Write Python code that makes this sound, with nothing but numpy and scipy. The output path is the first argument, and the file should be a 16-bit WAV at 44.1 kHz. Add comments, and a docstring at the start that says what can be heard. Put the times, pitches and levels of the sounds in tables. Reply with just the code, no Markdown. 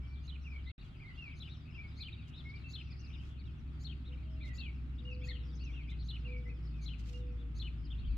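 """A distant engine drones over a low rumble in an open farmyard, slowly sagging in pitch. Close to the
microphone a sparrow repeats a buzzy chirp from both sides of its syrinx; a robin carols from a tree to
the left, small birds twitter near and far, and from halfway a dove coos far off. Dry grass rustles and
wind nudges the microphone, with a puff at the end. The sound cuts out for a moment early on."""
import sys
import numpy as np
from scipy import signal
from scipy.fft import rfft, irfft, next_fast_len
from scipy.io import wavfile
from scipy.ndimage import uniform_filter1d, map_coordinates

SR = 44100
rng = np.random.default_rng(int(sys.argv[2]) if len(sys.argv) > 2 else 0)


def unload_audio(sound):
    """Save the sound as a 16-bit wav file, at the path given as the first command line argument."""
    columns = np.transpose(np.atleast_2d(sound))
    # keep every value between -1 and 1, then stretch to whole-number steps
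    steps = np.round(np.clip(columns, -1, 1) * 32767)
    wavfile.write(sys.argv[1], SR, steps.astype(np.int16))


N = 360297
TIME = np.arange(N) / SR


def amp(db):
    """Decibels to gain."""
    return 10 ** (np.asarray(db) / 20)


def along(rows, t=TIME):
    """Each column after a table's time column, joined by straight lines."""
    times, *columns = np.transpose(rows)
    return [np.interp(t, times, column) for column in columns]


def add(mix, start, sound):
    """Mixes a stereo sound in at a start time in seconds."""
    part = mix[:, max(round(start * SR), 0):][:, :sound.shape[1]]
    part += sound[:, :part.shape[1]]


def drift(rate_hz, size):
    """Smooth random wander of rms about 1."""
    at = np.arange(size) * rate_hz / SR
    return map_coordinates(rng.standard_normal(512), [at], order=3, mode="wrap")


def phase(hz):
    """Running phase of a pitch curve."""
    return 2 * np.pi * np.cumsum(hz) / SR


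def noise(colour, likeness):
    """Stereo noise of rms 1 with a given spectrum and likeness between the microphones."""
    hz, db = np.transpose(colour)
    size = next_fast_len(N, True)
    gain = amp(np.interp(np.log(np.fft.rfftfreq(size, 1 / SR) + 1), np.log(hz), db))
    mid, side = irfft(rfft(rng.standard_normal((2, size))) * gain, size)[:, :N]
    pair = np.sqrt(1 + likeness) * mid + np.sqrt(1 - likeness) * side * [[1], [-1]]
    return pair / np.sqrt(np.mean(pair ** 2) + 1e-20)


def arch(length, peak, rise, fall, bend):
    """A call's pitch as a share of that at its turn; a bend near 1 is sharp, a negative fall climbs."""
    u = np.linspace(0, 1, max(int(length * SR), 64))
    before = np.maximum(1 - u / peak, 0)
    after = np.maximum((u - peak) / (1 - peak), 0)
    return 1 - rise * before ** bend - fall * after ** bend


def place(angle, level, pan_db, lead_ms, overtone_db=-44):
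    """A nearly pure tone; positive pan and lead make it louder and earlier at the left microphone."""
    lag = np.gradient(angle) * SR * lead_ms / 1000
    pair = np.array([angle, angle - lag])
    tone = np.sin(pair) + amp(overtone_db) * np.sin(2 * pair)
    return level * tone * amp([[pan_db / 2], [-pan_db / 2]])


def note(hz, db, pan_db, lead_ms, quaver, quaver_hz, flutter_db, soft):
    """One whistle along a pitch curve, unsteady in pitch and level, with soft edges."""
    hz = hz * (1 + quaver * drift(quaver_hz, len(hz)))
    level = amp(db + flutter_db * drift(quaver_hz / 2, len(hz))) * signal.windows.tukey(len(hz), soft)
    return place(phase(hz), level, pan_db, lead_ms)


def yard(sound, echo_db, tail_db, t60):
    """Stones and buildings add early echoes; trees scatter a tail, partly alike at both microphones."""
    t = np.arange(SR // 2) / SR
    scatter = rng.standard_normal((3, len(t))) * (rng.random((3, len(t))) < .1)
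    scatter *= amp(-60 * t / t60) * (t > .006)
    tail = scatter[:2] + [scatter[2], np.roll(scatter[2], 2)]
    response = amp(tail_db) * tail / np.linalg.norm(tail[0])
    for side in response:
        side[rng.integers(SR // 800, SR // 90, size=4)] += amp(echo_db) * rng.choice([-.5, .5], size=4)
    response[:, 0] = 1  # the direct path
    return signal.oaconvolve(sound, response, axes=1)[:, :N]


def engines(second_db=-21):
    """A distant exhaust drone drops away briefly, then sags in pitch; other machinery hums beside it."""
    # the engine's run, in two stretches: (time [s], firing rate [Hz], level [dB])
    run = [
        [(0.02, 65.8, -42.5), (0.064, 67.83, -45), (0.69, 66.93, -43)],
        [(0.82, 71.2, -81), (1.04, 69.5, -79), (1.16, 72, -53), (4.49, 64.5, -42.5), (6.7, 57.65, -41),
         (7.96, 56.8, -41), (8.1, 57.4, -39)],
    ]
    # machinery far away: (pitch [Hz], level [dB], waver [share of pitch])
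    machines = [(150.2, -57.5, 0.003), (107.46, -57.5, 0.0194), (126.8, -61, 0.013), (238, -70, 0.00991),
                (361.7, -79, 0.00408)]
    firing_hz, db = along(np.vstack(run))
    angle = phase(firing_hz * (1 + .005 * drift(12, N)))
    drone = amp(db + .36 * drift(29, N)) * (np.sin(angle) + amp(second_db) * np.sin(2 * angle))
    hums = sum(amp(hum_db + 2 * drift(4, N)) * np.sin(phase(hz * (1 + waver * drift(3, N))))
               for hz, hum_db, waver in machines)
    hums *= amp(np.interp(TIME, [.6, 1.4], [-5, 0]))
    return np.sqrt(2) * (drone + hums) * amp([[.4], [-.4]])


def outdoors(rumble_db=6, wind_db=3, air_db=-67.5):
    """Far traffic rumble, wind at the microphone and a faint wash from the trees on the right."""
    # strength of the traffic, the wind and a last puff on the microphone: (time [s], relative level [dB])
    rumble_levels = [(0.85, -59.5), (3.76, -56.5), (4.02, -55.5), (7.78, -55.5), (8.1, -55.5)]
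    wind_levels = [(0.85, -61), (1.0, -65.5), (6.17, -60), (6.6, -67), (7.8, -55.5)]
    gust_levels = [(7.8, -69.5), (7.95, -61), (8.02, -42), (8.17, -37)]
    # spectra of the traffic, the wind and the trees: (frequency [Hz], relative level [dB])
    rumble_colour = [(30, -7), (50, 3), (90, 4), (130, 0), (190, -5), (280, -7.5), (350, -15), (450, -28),
                     (650, -37.5), (1200, -83)]
    wind_colour = [(10, -22), (26, -11.5), (45, 7), (65, 0), (110, -14), (250, -32.5), (600, -87)]
    air_colour = [(500, 0.5), (750, 3.5), (1000, 1.5), (1300, 7.5), (1700, 1.5), (2250, 3), (3300, -1.5),
                  (4500, -11.5), (5800, -18.5), (7500, -18.5), (11000, -23.5), (15000, -32.5)]
    rumble = noise(rumble_colour, likeness=.83) * amp(along(rumble_levels)[0] + rumble_db)
    wind_gain = amp(along(wind_levels)[0] + wind_db) + amp(along(gust_levels)[0])
    wind = noise(wind_colour, likeness=.78) * wind_gain
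    left, right = noise(air_colour, likeness=.17) * amp(air_db + drift(14, N))
    return rumble + wind + np.array([np.roll(left, 8), right])


def robin(warble_hz=17.9, warble_decay_s=.065, trill_hz=55.1, sag_oct_per_s=1.8):
    """Low, clear phrases of warbles and slurs, whistled from a tree to the left."""
    # warbled notes: (time [s], length [s], starting centre pitch [Hz], level [dB])
    warbles = [(0.429, 0.17, 2657, -58), (0.99, 0.14, 2348, -57), (1.29, 0.055, 2453, -58.5),
               (1.733, 0.14, 2613, -56), (1.984, 0.049, 2410, -56.9), (4.394, 0.16, 2300, -57.5),
               (5.214, 0.046, 2526, -56.5), (5.27, 0.055, 2070, -55), (5.87, 0.067, 2376, -59),
               (6.233, 0.16, 2662, -54.5), (6.477, 0.05, 2450, -58.5)]
    # plain slurs: (time [s], length [s], pitch at the turn [Hz], fall [share of pitch], level [dB])
    slurs = [(0, .26, 2310, -0.054, -70), (0.662, 0.047, 2050, -0.075, -59), (1.168, .13, 2798, 0.24, -51),
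             (2.438, 0.15, 2172, -0.13, -56), (2.635, 0.076, 2685, 0.026, -55.5),
             (4.565, 0.14, 2741, 0.23, -55.5), (5.046, 0.1, 2908, 0.16, -52.5),
             (5.607, 0.11, 2880, 0.28, -57.5), (5.729, 0.099, 2865, 0.28, -57),
             (6.452, 0.058, 2027, -0.068, -60.5), (6.728, 0.14, 2527, 0.19, -69),
             (7.134, .045, 2816, -0.0068, -56.5)]
    out, notes = np.zeros((2, N)), []
    for start, length, hz, db in warbles:
        t = np.arange(0, length, 1 / SR)
        # a wide swing dies out and a quicker tremble takes over
        swing = .14 * np.exp(-t / warble_decay_s) * np.cos(2 * np.pi * warble_hz * t)
        trill = .02 * t / length * np.sin(2 * np.pi * trill_hz * t)
        notes.append((start, hz * 2 ** (-sag_oct_per_s * t) * (1 - swing + trill), db))
    for start, length, hz, fall, db in slurs:
        notes.append((start, hz * arch(length, peak=.2, rise=.03, fall=fall, bend=1.5), db))
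    for start, glide, db in notes:
        call = note(glide, db, pan_db=2, lead_ms=.07, quaver=.008, quaver_hz=200, flutter_db=2.4, soft=.3)
        add(out, start, call)
    return yard(out, echo_db=-2.5, tail_db=-5.5, t60=.46)


def far_flock(count=420, level_db=-71, high_fade_db=-13):
    """Birds too far off to tell apart: steep slurs blurred by the trees, the high ones faintest."""
    # how loudly the flock chatters: (time [s], relative level [dB])
    chatter = [(0, 0.5), (1.6, 3), (2.6, 2.5), (3.15, 4.5), (3.6, -4.5), (4.4, -0.5), (4.87, -5),
               (5.15, 4.5), (5.65, 4), (6.4, -0.5), (7.2, 0), (7.45, -11), (8.1, 4)]
    out = np.zeros((2, N))
    for k, (when, long, high, rise, fall, loud) in enumerate(rng.random((count, 6))):
        start = (k + when) / count * N / SR
        shape = arch(.025 + .06 * long, peak=.35, rise=.4 * rise - .1, fall=.1 + .24 * fall, bend=1.2)
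        glide = (2600 + 3400 * high ** 1.3) * shape
        db = level_db + along(chatter, start)[0] + 4 * (loud - .5) + high_fade_db * high
        add(out, start, note(glide, db, pan_db=rng.normal(6.1, 3.2), lead_ms=rng.normal(0, .033),
                             quaver=.026, quaver_hz=513.6, flutter_db=3, soft=.33))
    return yard(out, echo_db=-5.5, tail_db=-3, t60=.27)


def sparrow(buzz_s=.05, buzz_hz=420, flick_s=.0045, shake_hz=94, strain_db_per_oct=-6.5,
            attack_s=.01, release_s=.0039):
    """Close by, a two-voiced buzz sweeps up and breaks into a raspy, falling two-syllable chirp."""
    # chirps: (time [s], level [dB], pitch [factor], left over right [dB], relative buzz level [dB])
    chirps = [(0.271, -54, 0.95, -5.5, -18.5), (1.395, -50, 0.94, 4.5, -20.5), (1.999, -46, 0.96, 1.5, -27),
              (2.726, -46.5, 0.98, 4, -17.5), (3.838, -51.5, 1, 11, -15), (4.575, -50, 1.025, 7.5, -15),
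              (5.278, -50.5, 1.01, 10.5, -15), (6.077, -46.5, 0.95, 0.5, -23.5),
              (6.852, -49.5, 0.96, 8.5, -14), (7.589, -47, 0.96, 5.5, -18)]
    # a chirp's syllables: (delay [s], length [s], base top pitch [Hz], rise [share of top],
    # fall [share of top], relative level [dB])
    syllables = [(0, .042, 4406, .3, 0.33, -1.5), (0.043, 0.055, 3225, .13, .26, -9.5)]
    # both sides of the syrinx in the buzz: (base pitch [Hz], last upward flick [share of pitch])
    voices = [(4330, 0.65), (6500, 0.13)]
    out = np.zeros((2, N))
    t = np.arange(0, buzz_s, 1 / SR)
    low_hz, high_hz = (hz * (1 + .036 * t / buzz_s + flick * np.exp((t - buzz_s) / flick_s))
                       for hz, flick in voices)
    swell = np.minimum(t / buzz_s / .48, 1) * signal.windows.tukey(len(t), .15)
    throb = np.sin(2 * np.pi * buzz_hz * t)
    for start, db, pitch, pan_db, buzz_db in chirps:
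        for delay, length, top_hz, rise, fall, syllable_db in syllables:
            hz = top_hz * arch(length, peak=.368, rise=rise, fall=fall, bend=1.7)
            u = np.linspace(0, 1, len(hz))
            hz *= 1 - .13 * u ** 2 * np.cos(2 * np.pi * shake_hz * length * (1 - u))  # a growing shake
            height = hz / syllables[0][2]
            strain_db = strain_db_per_oct * np.log2(height)  # the voice thins as it climbs
            angle = phase(hz * pitch * (1 + .012 * drift(700, len(u)) + .014 * drift(90.5, len(u))))
            gate = np.minimum(u * length / attack_s, 1) ** 2 * np.minimum((1 - u) * length / release_s, 1)
            level = gate * amp(db + syllable_db + strain_db + 1.8 * drift(250, len(u)))
            whistle = place(angle, level, pan_db, lead_ms=.0071)
            third = place(3 * angle, level * amp(-33), pan_db=0, lead_ms=.022, overtone_db=-90)
            rasp = level * amp(-32) * height ** 3 * rng.standard_normal((2, len(u)))
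            add(out, start + delay, whistle + third + rasp)
        for voice_hz, voice_db in ((low_hz, 0), (high_hz, -3.5), (low_hz + high_hz, -17)):
            angle = phase(voice_hz * pitch * (1 + .0051 * throb + .02 * drift(900, len(t))))
            level = amp(db + buzz_db + voice_db) * swell * (1 + .87 * throb)
            buzz = place(angle, level, pan_db / 2, lead_ms=.006, overtone_db=-71)
            add(out, start + .004 - buzz_s, buzz)  # runs 4 ms into the chirp
    return yard(out, echo_db=-5, tail_db=-9, t60=.42)


def flock(upper_ratio=1.1, upper_db=-5, chip_s=.04):
    """Small birds peep and chip from perches all round the microphones."""
    # rounded, two-voiced peeps: (time [s], length [s], lower voice's top pitch [Hz], level [dB])
    peeps = [(0.652, 0.069, 3920, -61.5), (.783, 0.051, 4070, -67), (1.136, 0.071, 3350, -69.5),
             (1.476, 0.088, 3840, -61.5), (1.953, 0.095, 4370, -63.5), (2.322, .105, 3735, -59),
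             (4.042, .066, 3755, -63), (4.393, 0.1, 3830, -64.5), (5.583, 0.063, 4540, -66.5),
             (5.881, .06, 3694, -61), (5.981, 0.056, 4300, -63), (7.371, .07, 3540, -70.5),
             (7.975, 0.048, 3900, -68.5), (8.032, 0.06, 3270, -64.5)]
    # short, sharply peaked chips: (time [s], top pitch [Hz], level [dB])
    chips = [(2.118, 3960, -59), (2.483, 4870, -68), (2.545, 4730, -66), (2.9, 5260, -62),
             (2.988, 6330, -68.5), (3.035, 5220, -60.5), (3.124, 3860, -66), (3.187, 3110, -64),
             (3.382, 4530, -67), (3.446, 3970, -65.5), (4.115, 3100, -61), (4.977, 3850, -65.5),
             (5.12, 5130, -67), (5.544, 6380, -68.5), (5.63, 6230, -70), (6.645, 5410, -67),
             (7.839, 5130, -66), (7.898, 3580, -58)]
    out, calls = np.zeros((2, N)), []
    for start, length, hz, db in peeps:
        glide = hz * arch(length, peak=.58, rise=.25, fall=.46, bend=2.5)
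        calls += [(start, glide, db), (start, glide * upper_ratio, db + upper_db)]
    for start, hz, db in chips:
        calls.append((start, hz * arch(chip_s, peak=.42, rise=.2, fall=.32, bend=1.15), db))
    for start, glide, db in calls:
        add(out, start, note(glide, db, pan_db=rng.normal(1.4, 5.3), lead_ms=rng.normal(0, .016),
                             quaver=.014, quaver_hz=331, flutter_db=3, soft=.5))
    return yard(out, echo_db=-4, tail_db=-7.5, t60=.73)


def grass(crackle_db=3, brush_db=11, snap_share=.013, snap_db=6):
    """Dry stalks brush in short swells, with tiny snaps scattered through them."""
    # rustles: (time [s], length [s], relative level [dB])
    rustles = [(0.813, 0.095, -87), (2.27, .04, -78.5), (3.187, 0.16, -83.5), (4.443, 0.066, -78),
               (5.894, 0.03, -81.5), (6.982, 0.038, -72.5), (7.003, 0.22, -76), (7.078, 0.028, -86)]
    # spectrum of the brushing stalks: (frequency [Hz], relative level [dB])
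    colour = [(800, -26), (2500, 11.5), (6000, 6), (11000, -7.5), (15000, -15)]
    swell = sum(amp(db) * np.sin(np.pi * np.clip((TIME - start) / length, 0, 1))
                for start, length, db in rustles)
    snaps = rng.standard_normal((2, N)) * rng.exponential(1, N) * (rng.random(N) < snap_share)
    brush = noise(colour, likeness=0) * amp(crackle_db * drift(250, N) + brush_db)
    return swell * (brush + amp(snap_db) * snaps)


def dove():
    """Far off, a soft rising and falling coo, then flatter ones, each swelling early and dying away."""
    # coos: (time [s], length [s], pitch at the turn [Hz], fall [share of pitch], level [dB])
    coos = [(4.07, .12, 496, -.11, -65.5), (4.15, .55, 630, .22, -71), (4.96, 0.54, 500, 0.047, -59),
            (5.42, .4, 483, -0.045, -72), (6.2, 0.39, 496, .09, -56), (7.03, .53, 491.3, .075, -58)]
    out = np.zeros((2, N))
    for start, length, hz, fall, db in coos:
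        glide = hz * arch(length, peak=.35, rise=.03, fall=fall, bend=2)
        coo = note(glide, db, pan_db=0, lead_ms=.35, quaver=.003, quaver_hz=30, flutter_db=.5, soft=.55)
        swell_db = np.interp(np.linspace(0, 1, coo.shape[1]), [0, .3, 1], [-3, 2, -10])
        add(out, start, coo * amp(swell_db))
    return yard(out, echo_db=-13, tail_db=-9, t60=.94)


def scene():
    """Birds near and far over the low drone of the farm, at a pair of microphones."""
    return engines() + outdoors() + robin() + far_flock() + sparrow() + flock() + grass() + dove()


def record(dry, silence_s=(.717, .78), edge_hz=15500):
    """The microphone port notches the treble; the sound cuts out briefly and is band-limited."""
    # dips of the microphone port: (frequency [Hz], Q [ratio])
    notches = [(9150, 5.3), (13300, 15)]
    for hz, q in notches:
        dry = signal.lfilter(*signal.iirnotch(hz, q, SR), dry)
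    live = uniform_filter1d(1. * ((TIME < silence_s[0]) | (TIME > silence_s[1])), size=60)
    band_limit = signal.firwin(511, edge_hz, window=("kaiser", 9), fs=SR)
    return signal.oaconvolve(dry * live, band_limit[None], "same")


dry = scene()
out = record(dry)
unload_audio(out)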